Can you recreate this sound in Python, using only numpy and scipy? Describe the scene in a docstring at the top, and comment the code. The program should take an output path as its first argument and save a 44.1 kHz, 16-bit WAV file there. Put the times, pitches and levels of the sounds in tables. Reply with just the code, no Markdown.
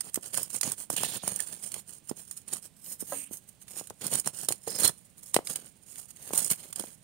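"""Shoes shift and step on loose dirt and broken concrete at an open site, close by.
Each slide drags grit over stone: showers of tiny clicks, coloured as dust, grit, gravel and soil.
Crumbs crack in short bursts and ringing shards; lumps knock on the packed soil as brief sagging tones.
Dragged fragments screech as rubbed resonances, and one hollow piece rings in several tones.
A far town rumbles faintly as steady coloured noise; the yard adds a short, faint tail to the feet."""
import sys
import numpy as np
from scipy import signal
from scipy.fft import rfft, irfft
from scipy.io import wavfile

SR = 44100
rng = np.random.default_rng(int(sys.argv[2]) if len(sys.argv) > 2 else 0)


def transcribe(signal):
    """Save signal, clipped to [-1, 1], as a 16-bit WAV file at the path in sys.argv[1]."""
    frames = np.atleast_2d(signal).T
    limited = np.clip(frames, -1, 1)
    pcm = np.round(limited * 32767).astype(np.int16)
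    wavfile.write(sys.argv[1], SR, pcm)


N = 310023
TIME = np.arange(N) / SR   # s

# slides of the sole over the rubble:
# [start t/s, swell t/s, ease t/s, relative level of the grit/dB, weight on the sole (0-1)]
SLIDES = [(0.036, 0.019, 0.041, -37.5, 0.88), (0.228, 0.003, 0.095, -39, 0.5),
          (0.326, .052, 0.1, -31, 0.46), (0.5, 0.048, 0.05, -30.5, 0.16), (0.627, .006, 0.099, -28.5, 0.76),
          (0.767, 0.026, 0.056, -37, 0.27), (0.903, 0.027, 0.028, -30, 0.42),
          (0.96, 0.015, 0.2, -27.5, 0.61), (1.225, 0.038, 0.14, -32, 0.69), (1.37, 0.022, 0.22, -39, 0.64),
          (1.577, 0.066, 0.061, -37.5, 0.24), (1.716, 0.048, 0.022, -36, 0.92),
          (1.866, 0.04, .078, -39.5, .3), (2.091, 0.0055, 0.0067, -31, 0.06),
          (2.164, 0.037, 0.0087, -38, 0.44), (2.275, 0.0057, 0.02, -41.5, 0),
          (2.479, 0.082, 0.019, -32.5, 0.57), (2.622, 0.024, 0.028, -44.5, 0.5),
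          (2.843, 0.083, 0.025, -35, 0.08), (2.996, 0.013, 0.015, -33, 0.03),
          (3.072, 0.053, 0.11, -36, 0.44), (3.309, 0.026, 0.045, -36.5, 0),
          (3.673, 0.099, 0.075, -39, 0.58), (4.011, 0.07, 0.016, -33.5, 0.95),
          (4.096, 0.1, .013, -27.5, 0.56), (4.244, 0.024, .036, -36.5, 0.75),
          (4.333, 0.11, 0.023, -31.5, .35), (4.491, .011, 0.047, -35.5, 0.54),
          (4.668, 0.14, .084, -29, 0.53), (4.83, 0.019, 0.045, -21.5, 0.68),
          (5.226, .006, 0.07, -41.5, 0.1), (5.337, 0.0038, 0.051, -34.5, 0.6),
          (5.45, 0.048, 0.048, -30.5, 0.33), (5.546, 0.0063, 0.12, -41, 1), (5.863, 0.13, 0.07, -40.5, 0.1),
          (6.16, 0.13, 0.051, -42, 0.61), (6.329, 0.04, 0.11, -26, 0.27), (6.497, 0.017, 0.03, -21.5, .15),
          (6.576, .017, .11, -39, 0.65), (6.754, 0.049, .12, -38.5, 0.65)]
CRACK_S = 0.0037   # a crumb fails this fast
CRACK_BODY_DB = (-31.5, -1.5)   # gravel relative to grit, for the smallest and the largest crumb


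def from_db(db):
    """Turn decibels into a plain gain."""
    return 10 ** (np.asarray(db) / 20)


def rms_one(x):
    """Scale a signal to an average (rms) strength of 1."""
    return x / np.sqrt(np.mean(x ** 2) + 1e-20)


def panned(balance_db):
    """Left and right gains of equal total power; positive is louder on the left."""
    return rms_one(from_db(np.array([[.5], [-.5]]) * balance_db))


def flutter(rate_hz):
    """Slow random wavering with spread 1: noise smoothed twice."""
    r = np.exp(-2 * np.pi * rate_hz / SR)
    noise = rng.standard_normal(N + SR)
    smooth = signal.lfilter([1], [1, -2 * r, r * r], noise)
    return rms_one(smooth[SR:])   # the first second lets the filter settle


def grains(per_s, spread_db, alike):
    """Clicks of uneven size at random moments, partly shared by the two sides (alike 0-1); rms 1."""
    size_db = spread_db * np.minimum(rng.exponential(1, (3, N)), 4.5)
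    sizes = from_db(size_db) * rng.standard_normal((3, N))
    clicks = sizes * (rng.random((3, N)) < per_s / SR)
    shared, separate = clicks[0], clicks[1:]
    return rms_one(np.sqrt(alike) * shared + np.sqrt(1 - alike) * separate)


def response(points):
    """Echo-like filter through the (f/Hz, level/dB) points that acts as early as it can (minimum phase)."""
    taps = 4096
    hz, db = np.transpose(points)
    grid = np.maximum(np.fft.rfftfreq(taps, 1 / SR), 1)
    level_db = np.interp(np.log(grid), np.log(hz), db)
    # folding the cepstrum forward in time gives the minimum phase
    cepstrum = irfft(np.log(from_db(level_db)))
    cepstrum[1:taps // 2] *= 2
    cepstrum[taps // 2 + 1:] = 0
    return irfft(np.exp(rfft(cepstrum)))


def sounded(drive, gain, left, right):
    """Scale a stereo drive by its gain, then give each side its colour at unchanged average power."""
    pair = np.array([response(left), response(right)])
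    pair = rms_one(pair) / np.sqrt(pair.shape[1])
    return signal.oaconvolve(drive * gain, pair, axes=1)[:, :N]


def resonance(x, hz, width_hz):
    """Two-pole resonance with gain 1 at its peak, like a small object with one pitch."""
    r = np.exp(-np.pi * width_hz / SR)
    top = np.array([1, 0, -1]) * (1 - r * r) / 2
    bottom = [1, -2 * r * np.cos(2 * np.pi * hz / SR), r * r]
    return signal.lfilter(top, bottom, x + 1e-18)


def far_town():
    """Countless overlapping clicks blur into a steady far rumble; a faint steady hiss, peaking near 9 kHz, lies
    over it."""
    # colour of the rumble and hiss: [f/Hz, relative level/dB]
    town_colour = [(25, -15.5), (60, -4.5), (110, -0.5), (190, 2), (300, -9.5), (600, -13.5), (1300, -22),
                   (3000, -19), (6000, -25), (9000, -15), (12000, -30.5), (15500, -24)]
    noise = grains(per_s=40000, spread_db=2.0, alike=0.43)
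    return panned(-10) * sounded(noise, from_db(-61), town_colour, town_colour)


def crack_force(cracks, crumble_db, crumble_s, strain_s):
    """A crumb strains, fails in a quick burst, and its bits settle: gains of grit and gravel."""
    gains = np.zeros((2, N))
    for s, db, size in cracks:
        span = slice(max(0, int((s - .015) * SR)), int((s + 0.067) * SR))
        age = TIME[span] - s - CRACK_S / 2
        burst = np.exp(-np.abs(2 * age / CRACK_S) ** 2)
        fade_s = np.where(age < 0, strain_s, crumble_s)
        skirt = from_db(crumble_db) * np.exp(-np.abs(age) / fade_s)
        body_db = np.interp(size, [0, 1], CRACK_BODY_DB)   # big crumbs have more body
        gains[:, span] += from_db([[db], [db + body_db]]) * np.maximum(burst, skirt)
    return gains


def shards(cracks, level_db, ring_s, scatter_octaves):
    """Every crumb splits into three shards that ring briefly, lower on average the larger the crumb."""
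    middle_hz = (8390, 2260)   # for the smallest and the largest crumb, before the scatter
    out = np.zeros((2, N))
    luck = rng.uniform(-1, 1, (len(cracks), 3, 3))
    for (s, db, size), pieces in zip(cracks, luck):
        span = slice(int(s * SR), int((s + .05) * SR))
        body_db = np.interp(size, [0, 1], CRACK_BODY_DB)
        gain = from_db(db + body_db + level_db)
        for pitch, delay, side in pieces:
            hz = np.interp(size, [0, 1], middle_hz) * 2 ** (scatter_octaves * pitch)
            start = s + CRACK_S * (1 + delay) / 2
            lag = np.array([[0], [.0003]]) * side   # the right side hears it earlier or later
            age = np.maximum(TIME[span] - start - lag, 0)
            out[:, span] += gain * np.sin(2 * np.pi * hz * age) * np.exp(-age / ring_s)
    return out * panned(-2)


def slide_force(edge_db, rise_s, fall_s):
    """Slides bite, swell, ease and stop; weight presses deeper: gains of grit, gravel and soil."""
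    # level relative to the grit, under a light foot and under a heavy one
    gravel_share_db, soil_share_db = (-17.5, -5.5), (-21.5, -7)
    gains = np.zeros((3, N))
    for start, swell, ease, db, weight in SLIDES:
        times = start - rise_s + np.cumsum(np.abs([0, rise_s, swell, ease, fall_s]))
        span = slice(max(0, int(times[0] * SR)), int(times[-1] * SR))
        shape = from_db(db + np.interp(TIME[span], times, [-35, edge_db, 0, edge_db, -32]))
        gravel_db = np.interp(weight, [0, 1], gravel_share_db)
        soil_db = np.interp(weight, [0, 1], soil_share_db)
        shares = from_db([0, gravel_db, soil_db])[:, None]
        gains[:, span] = np.maximum(gains[:, span], shares * shape)
    return gains


def dislodged(force, per_s, level_db, spread_db, top_db):
    """Small things give way at random under a sliding sole: rows [t/s, level/dB, size (0-1)]."""
    when, luck, size, strength = rng.random((600, 4)).T
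    s = when * TIME[-1]   # loose pieces lie everywhere; only a few of those under a slide give way
    pressed = np.interp(s, TIME, force)
    db = 20 * np.log10(pressed + 1e-9) + level_db + spread_db * (2 * strength - 1)
    db = np.minimum(db, top_db)
    gives_way = (luck < per_s * TIME[-1] / len(s)) & (pressed > 0)
    return np.transpose([s, db, size])[gives_way]


def under_sole(x, echo, gap_s):
    """Sound bounces between sole and stone; each slide finds a new gap and so a new colour."""
    slide = np.searchsorted(np.sort(np.array(SLIDES)[:, 0]), TIME)
    lags = gap_s * SR * rng.uniform(.5, 2, len(SLIDES) + 1)
    lag = lags.astype(int)[slide]
    bounces = (echo ** k * x[:, np.arange(N) - k * lag] for k in range(4))
    return rms_one(sum(bounces))


def pebbles(gain, per_s, width_hz, turnover_db):
    """Pebbles tick at pitches of their own; different ones come under the sole as it moves."""
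    out = np.zeros((2, N))
    for k, hz in enumerate(np.geomspace(750, 7500, num=18)):
        busy = np.interp(TIME, np.linspace(0, TIME[-1], 90), rng.standard_normal(90))
        ticks = (rng.random(N) < per_s / SR) * rng.standard_normal(N)
        ticks = ticks * from_db(turnover_db * np.clip(busy, -2, 1.2))
        tick = rms_one(resonance(ticks, hz, width_hz)) * hz ** 0.19   # small stones click more readily
        lag = int(rng.uniform(-1.03, 1) * 0.00027 * SR)   # each has its own time gap between the sides
        out += panned(-2 + 8 * (-1) ** k) * np.array([np.roll(tick, lag), tick])
    return rms_one(out) * gain


def jolt(knocks, level_db, settle_s):
    """Every knock shakes the clods around it, which rattle and come to rest: a gain for the soil."""
    gain = np.zeros(N)
    for s, db, _ in knocks:
        span = slice(int(s * SR), int((s + 0.059) * SR))
        gain[span] += from_db(min(db, -22) + level_db) * np.exp(-(TIME[span] - s) / settle_s)
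    return gain


def crunch(force, cracks, knocks, catch_db, judder_db, grit_db, dust_db,
           gravel_db, pebble_db, soil_db, trickle_db, wander_db):
    """Stones catch and slip under the sole, so grit, gravel and soil sound in the same uneven clumps."""
    # ground under the sole: [t/s, coarseness (0 = dust, 1 = gravel)]
    ground = [(0, 1), (2.6, 0.83), (2.85, 0.27), (3.4, 0.38), (3.8, 0.82), (4.75, 0.88), (7, 0.73)]
    # colours of fine grit on each side, dust, gravel and soil: [f/Hz, relative level/dB]
    grit_left, grit_right = [(3600, -33.5), (4600, -53), (5200, -36), (6000, -35.5), (8000, -32.5),
                             (8800, -30.5), (11000, -25), (13000, -21), (15300, -28.5)], [(3600, -55.5), (4800, -20), (5250, -11), (5900, -19.5),
                                                (6500, -7.5), (7700, -7.5), (8450, -5), (9100, 4),
                                                (9950, -10), (10750, -6), (11900, -16), (13200, -16),
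                                                (15300, -15.5)]
    dust_colour, gravel_colour, soil_colour = [(5000, -37.5), (8000, -2), (11000, -0.5), (13000, 9),
                                               (15500, 1)], [(600, -9.5), (1200, 0), (1700, 2.5),
                                                             (2300, -1.5), (3100, 6.5), (3500, 1.5),
                                                             (3850, -2.5), (4200, 7.5), (4700, 1.5),
                                                             (6000, -6.5)], [(25, -47), (60, -13),
                                                                             (110, -1), (180, 4),
                                                                             (320, -3.5), (550, -3),
                                                                             (800, -9), (1200, -16),
                                                                             (2200, -26.5)]

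    coarse = np.interp(TIME, *np.transpose(ground))
    catch = catch_db * flutter(29.8)
    judder = judder_db * np.clip(flutter(260), -2.5, 2.5)
    slips = from_db(coarse * (catch + judder))
    grit_gain, gravel_gain, soil_gain = force * slips
    grit_crack, gravel_crack = crack_force(cracks, crumble_db=-6, crumble_s=0.0058, strain_s=.0011)

    # loose crumbs keep shifting between steps
    trickle = from_db(trickle_db + 8.3 * np.clip(flutter(13.6), -3, 2)) * slips
    grit_gain = grit_gain + trickle
    gravel_gain = np.hypot(gravel_gain + from_db(-16) * trickle, gravel_crack)
    soil_gain = np.hypot(soil_gain, jolt(knocks, level_db=-13, settle_s=0.0076))

    fine = under_sole(grains(per_s=16000, spread_db=5, alike=0.33), echo=0.53, gap_s=.0007)
    dust = grains(per_s=93000, spread_db=2, alike=.3)
    gravel = under_sole(grains(per_s=2200, spread_db=-1.0, alike=0.063), echo=0.38, gap_s=.0009)
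    soil = grains(per_s=1600, spread_db=4.0, alike=0.52)
    burst = under_sole(grains(per_s=40000, spread_db=1.8, alike=0.45), echo=.5, gap_s=.0007)

    grit = fine * grit_gain + burst * grit_crack
    out = from_db(grit_db) * sounded(grit, 0.98, grit_left, grit_right)
    out[0] *= from_db(wander_db * flutter(5.1))   # the far side is shaded more or less as the shoe moves
    dust_gain = grit_gain * (1 - coarse)
    out += from_db(dust_db) * panned(-3.2) * sounded(dust, dust_gain, dust_colour, dust_colour)
    out += from_db(gravel_db) * panned(-5.2) * sounded(gravel, gravel_gain, gravel_colour, gravel_colour)
    out += from_db(pebble_db) * pebbles(gravel_gain, per_s=100, width_hz=153, turnover_db=4.0)
    return out + from_db(soil_db) * panned(-3.5) * sounded(soil, soil_gain, soil_colour, soil_colour)


def thuds(knocks, decay_cycles, sag, level_db, lag_s, lowest_hz):
    """Soil damps a knock within two cycles; the pitch sags as the lump beds in."""
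    # dull clods lie to the right, harder stones ahead: [f/Hz, left-right level/dB]
    thud_side = [(290, -35), (420, -19.5), (510, 4.5)]
    out = np.zeros((2, N))
    for s, db, hz in knocks:
        balance_db = np.interp(hz, *np.transpose(thud_side))
        span = slice(int(s * SR), int((s + .04) * SR))
        arrival = np.array([[0], [lag_s]]) * np.sign(balance_db)   # the nearer side hears it first
        cycles = np.maximum(TIME[span] - s - arrival + arrival.min(), 0) * hz
        phase = cycles * (1 - sag) + 2 * sag * (1 - np.exp(-cycles))
        knock = np.sin(2 * np.pi * phase) * cycles ** 0.29 * np.exp(-cycles / decay_cycles)
        out[:, span] += from_db(db + level_db) * panned(balance_db) * knock / np.abs(knock).max()
    return signal.sosfilt(signal.butter(2, lowest_hz, "high", fs=SR, output="sos"), out)


def fragments(level_db, judder_db):
    """Uneven friction drives the resonance of a dragged fragment; a sharp edge screeches."""
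    # fragments that ring while dragged: [start t/s, length t/s, f/Hz, width f/Hz, relative level/dB]
    drags = [(0.329, 0.13, 5230, 220, -48.5), (0.63, 0.062, 6640, 350, -37.5),
             (0.961, 0.081, 3000, 420, -38), (1.037, 0.19, 3670, 1100, -43.5),
             (1.395, 0.017, 1760, 130, -41.5), (3.132, 0.16, 2700, 500, -54), (3.15, 0.123, 8800, 450, -39),
             (4.671, 0.03, 466, 90, -36.5), (4.689, 0.21, 5170, 250, -43.5),
             (4.829, 0.055, 4150, 70, -28.5), (4.834, 0.059, 3400, 160, -38),
             (4.827, 0.072, 1470, 450, -40.5), (6.337, 0.053, 836, 260, -46)]
    out = np.zeros((2, N))
    friction = grains(per_s=6000, spread_db=1.5, alike=0.43) * from_db(judder_db * flutter(80))
    for start, length, hz, width_hz, db in drags:
        span = slice(int(start * SR), int((start + length + .04) * SR))
        contact = np.interp(TIME[span] - start, [0, .003, length, length + 0.0074], [0.16, 1, 0.29, 0])
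        ringing = rms_one(resonance(friction[:, span] * contact, hz, width_hz))
        out[:, span] += from_db(db + level_db) * ringing * np.sqrt(contact.mean())
    return out * panned(-13.0)


def hollow(chatter_db, chatter_s):
    """A hollow piece is knocked, chatters briefly and rings in several fading tones."""
    # tones of the hollow piece: [f/Hz, relative level/dB, t/s to fade by 60 dB]
    modes = [(277, -5, 0.42), (466, -3.5, 0.23), (564, 6.5, 0.049), (747, 7.5, 0.033), (1010, 3, 0.048),
             (1290, -1, 0.06), (1630, -6, 0.06), (1930, -11.5, .06)]
    blow_s, blow_db = 3.121, -39
    age = TIME[:SR // 2]
    ring = np.zeros(len(age))
    for k, (hz, level_db, t60) in enumerate(modes):
        tone = np.sin(2 * np.pi * hz * age) * from_db(-60 * age / t60)
        ring += from_db(level_db) * tone * (-1) ** k
    contact = from_db(chatter_db) * rng.standard_normal(len(age)) * np.exp(-age / chatter_s)
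    contact[0] = 1   # the knock itself
    out = np.zeros(N)
    out[int(blow_s * SR):][:len(age)] = signal.fftconvolve(contact, ring)[:len(age)]
    return from_db(blow_db) * panned(-5.5) * out


def yard(x, wet_db, t60):
    """Rubble and low walls scatter a faint, short tail; t60 is the time in s to fade by 60 dB."""
    age = TIME[:SR // 2]
    tail = rng.standard_normal((2, len(age))) * from_db(-60 * age / t60) * (age > .004)
    tail = rms_one(tail) / np.sqrt(len(age))
    return x + from_db(wet_db) * signal.oaconvolve(x, tail, axes=1)[:, :N]


def scene():
    """Slides break crumbs and turn lumps over: crunching, knocks and rings in the yard, over the town."""
    # crumbs that break at set moments: [t/s, relative level/dB, size (0-1)]
    set_cracks = [(0.007, -21, 0.57), (0.143, -15.5, 0.34), (0.157, -18, 0.52), (0.43, -19, 0),
                  (0.502, -30.5, 0.6), (0.611, -13.5, 0.51), (0.631, -18, 0.8), (0.718, -17.5, 0.5),
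                  (0.901, -16.5, 0.35), (0.927, -25, .4), (0.964, -19, 0.67), (1.033, -19, 0.6),
                  (1.168, -29, 0.6), (1.277, -17, 0.51), (1.36, -21, 0.3), (1.402, -18, 0.55),
                  (1.718, -25.5, 0.45), (1.741, -23, 0.67), (2.311, -25.5, 0.43), (2.534, -19.5, 0),
                  (3.37, -36, .35), (3.871, -32, 0.55), (3.899, -32.5, 0.68), (4.066, -18.5, 0.2),
                  (4.197, -18, 0.1), (4.259, -29, 0.6), (4.273, -16, 0.55), (4.486, -12, 0.65),
                  (4.522, -18, 0.69), (4.833, -15, .5), (4.851, -13, 0.3), (4.876, -12.5, 0),
                  (5.343, -10, 0.67), (5.363, -17.5, 0.97), (5.471, -25.5, 0.87), (5.557, -21, 0.6),
                  (6.333, -21, 0.72), (6.376, -14.5, 0), (6.445, -20, 0.46), (6.501, -16, 0.57),
                  (6.727, -27, 0.71), (6.759, -23.5, 0.59), (6.795, -21, 0.59)]
    # lumps that knock on the soil at set moments: [t/s, relative peak level/dB, base pitch f/Hz]
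    set_knocks = [(0.175, -22, 305), (0.3828, -25.5, 770), (0.675, -26.5, 293), (0.902, -18, 590),
                  (0.9367, -30.5, 211), (1.035, -17, 764), (1.2355, -29, 712), (1.2773, -20.5, 682),
                  (1.7652, -33, 410), (2.1127, -20.5, 300), (3.025, -27, 252), (3.3111, -32.5, 247),
                  (3.8117, -30.5, 474), (3.9057, -27.5, 630), (4.1266, -25.5, 279.6), (4.2741, -19.5, 810),
                  (4.4872, -25, 524), (4.5065, -23.5, 510), (4.6758, -22, 485), (4.894, -22, 595),
                  (5.3447, -26, 436), (5.3651, -4, 537), (5.3895, -18.5, 510), (6.307, -26, 525),
                  (6.3342, -21, 443), (6.7964, -28, 483), (6.805, -28, 224), (6.8392, -29, 517)]
    force = slide_force(edge_db=-11.0, rise_s=0.0067, fall_s=0.02)
    grit_force, _, soil_force = force

    # small crumbs follow the slide that crushes them, small lumps the press on the soil
    crumbs = dislodged(grit_force, per_s=12, level_db=3.5, spread_db=2.5, top_db=-29)
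    lumps = dislodged(soil_force, per_s=8, level_db=6.5, spread_db=5, top_db=-28)
    small_knocks = [(s, db, np.interp(size, [0, 1], (250, 850))) for s, db, size in lumps]   # pitch in Hz
    cracks = list(set_cracks) + list(crumbs)
    knocks = list(set_knocks) + small_knocks

    feet = crunch(force, cracks, knocks, catch_db=4.0, judder_db=1.5, grit_db=-2.5, dust_db=-4.0,
                  gravel_db=-4.5, pebble_db=-8.0, soil_db=-1.5, trickle_db=-62, wander_db=5)
    feet += shards(cracks, level_db=-7, ring_s=.003, scatter_octaves=.8)
    feet += thuds(knocks, decay_cycles=0.38, sag=0.52, level_db=-1.0, lag_s=0.00015, lowest_hz=133)
    feet += fragments(level_db=-0.5, judder_db=2.5)
    feet += hollow(chatter_db=-26.5, chatter_s=0.014)
    return yard(feet, wet_db=-21.5, t60=0.23) + far_town()


def record(dry):
    """The treble is cut steeply above 15750 Hz."""
    lowpass = signal.ellip(12, .2, 70, 15750, fs=SR, output="sos")
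    return signal.sosfilt(lowpass, dry)


dry = scene()
out = record(dry)
transcribe(out)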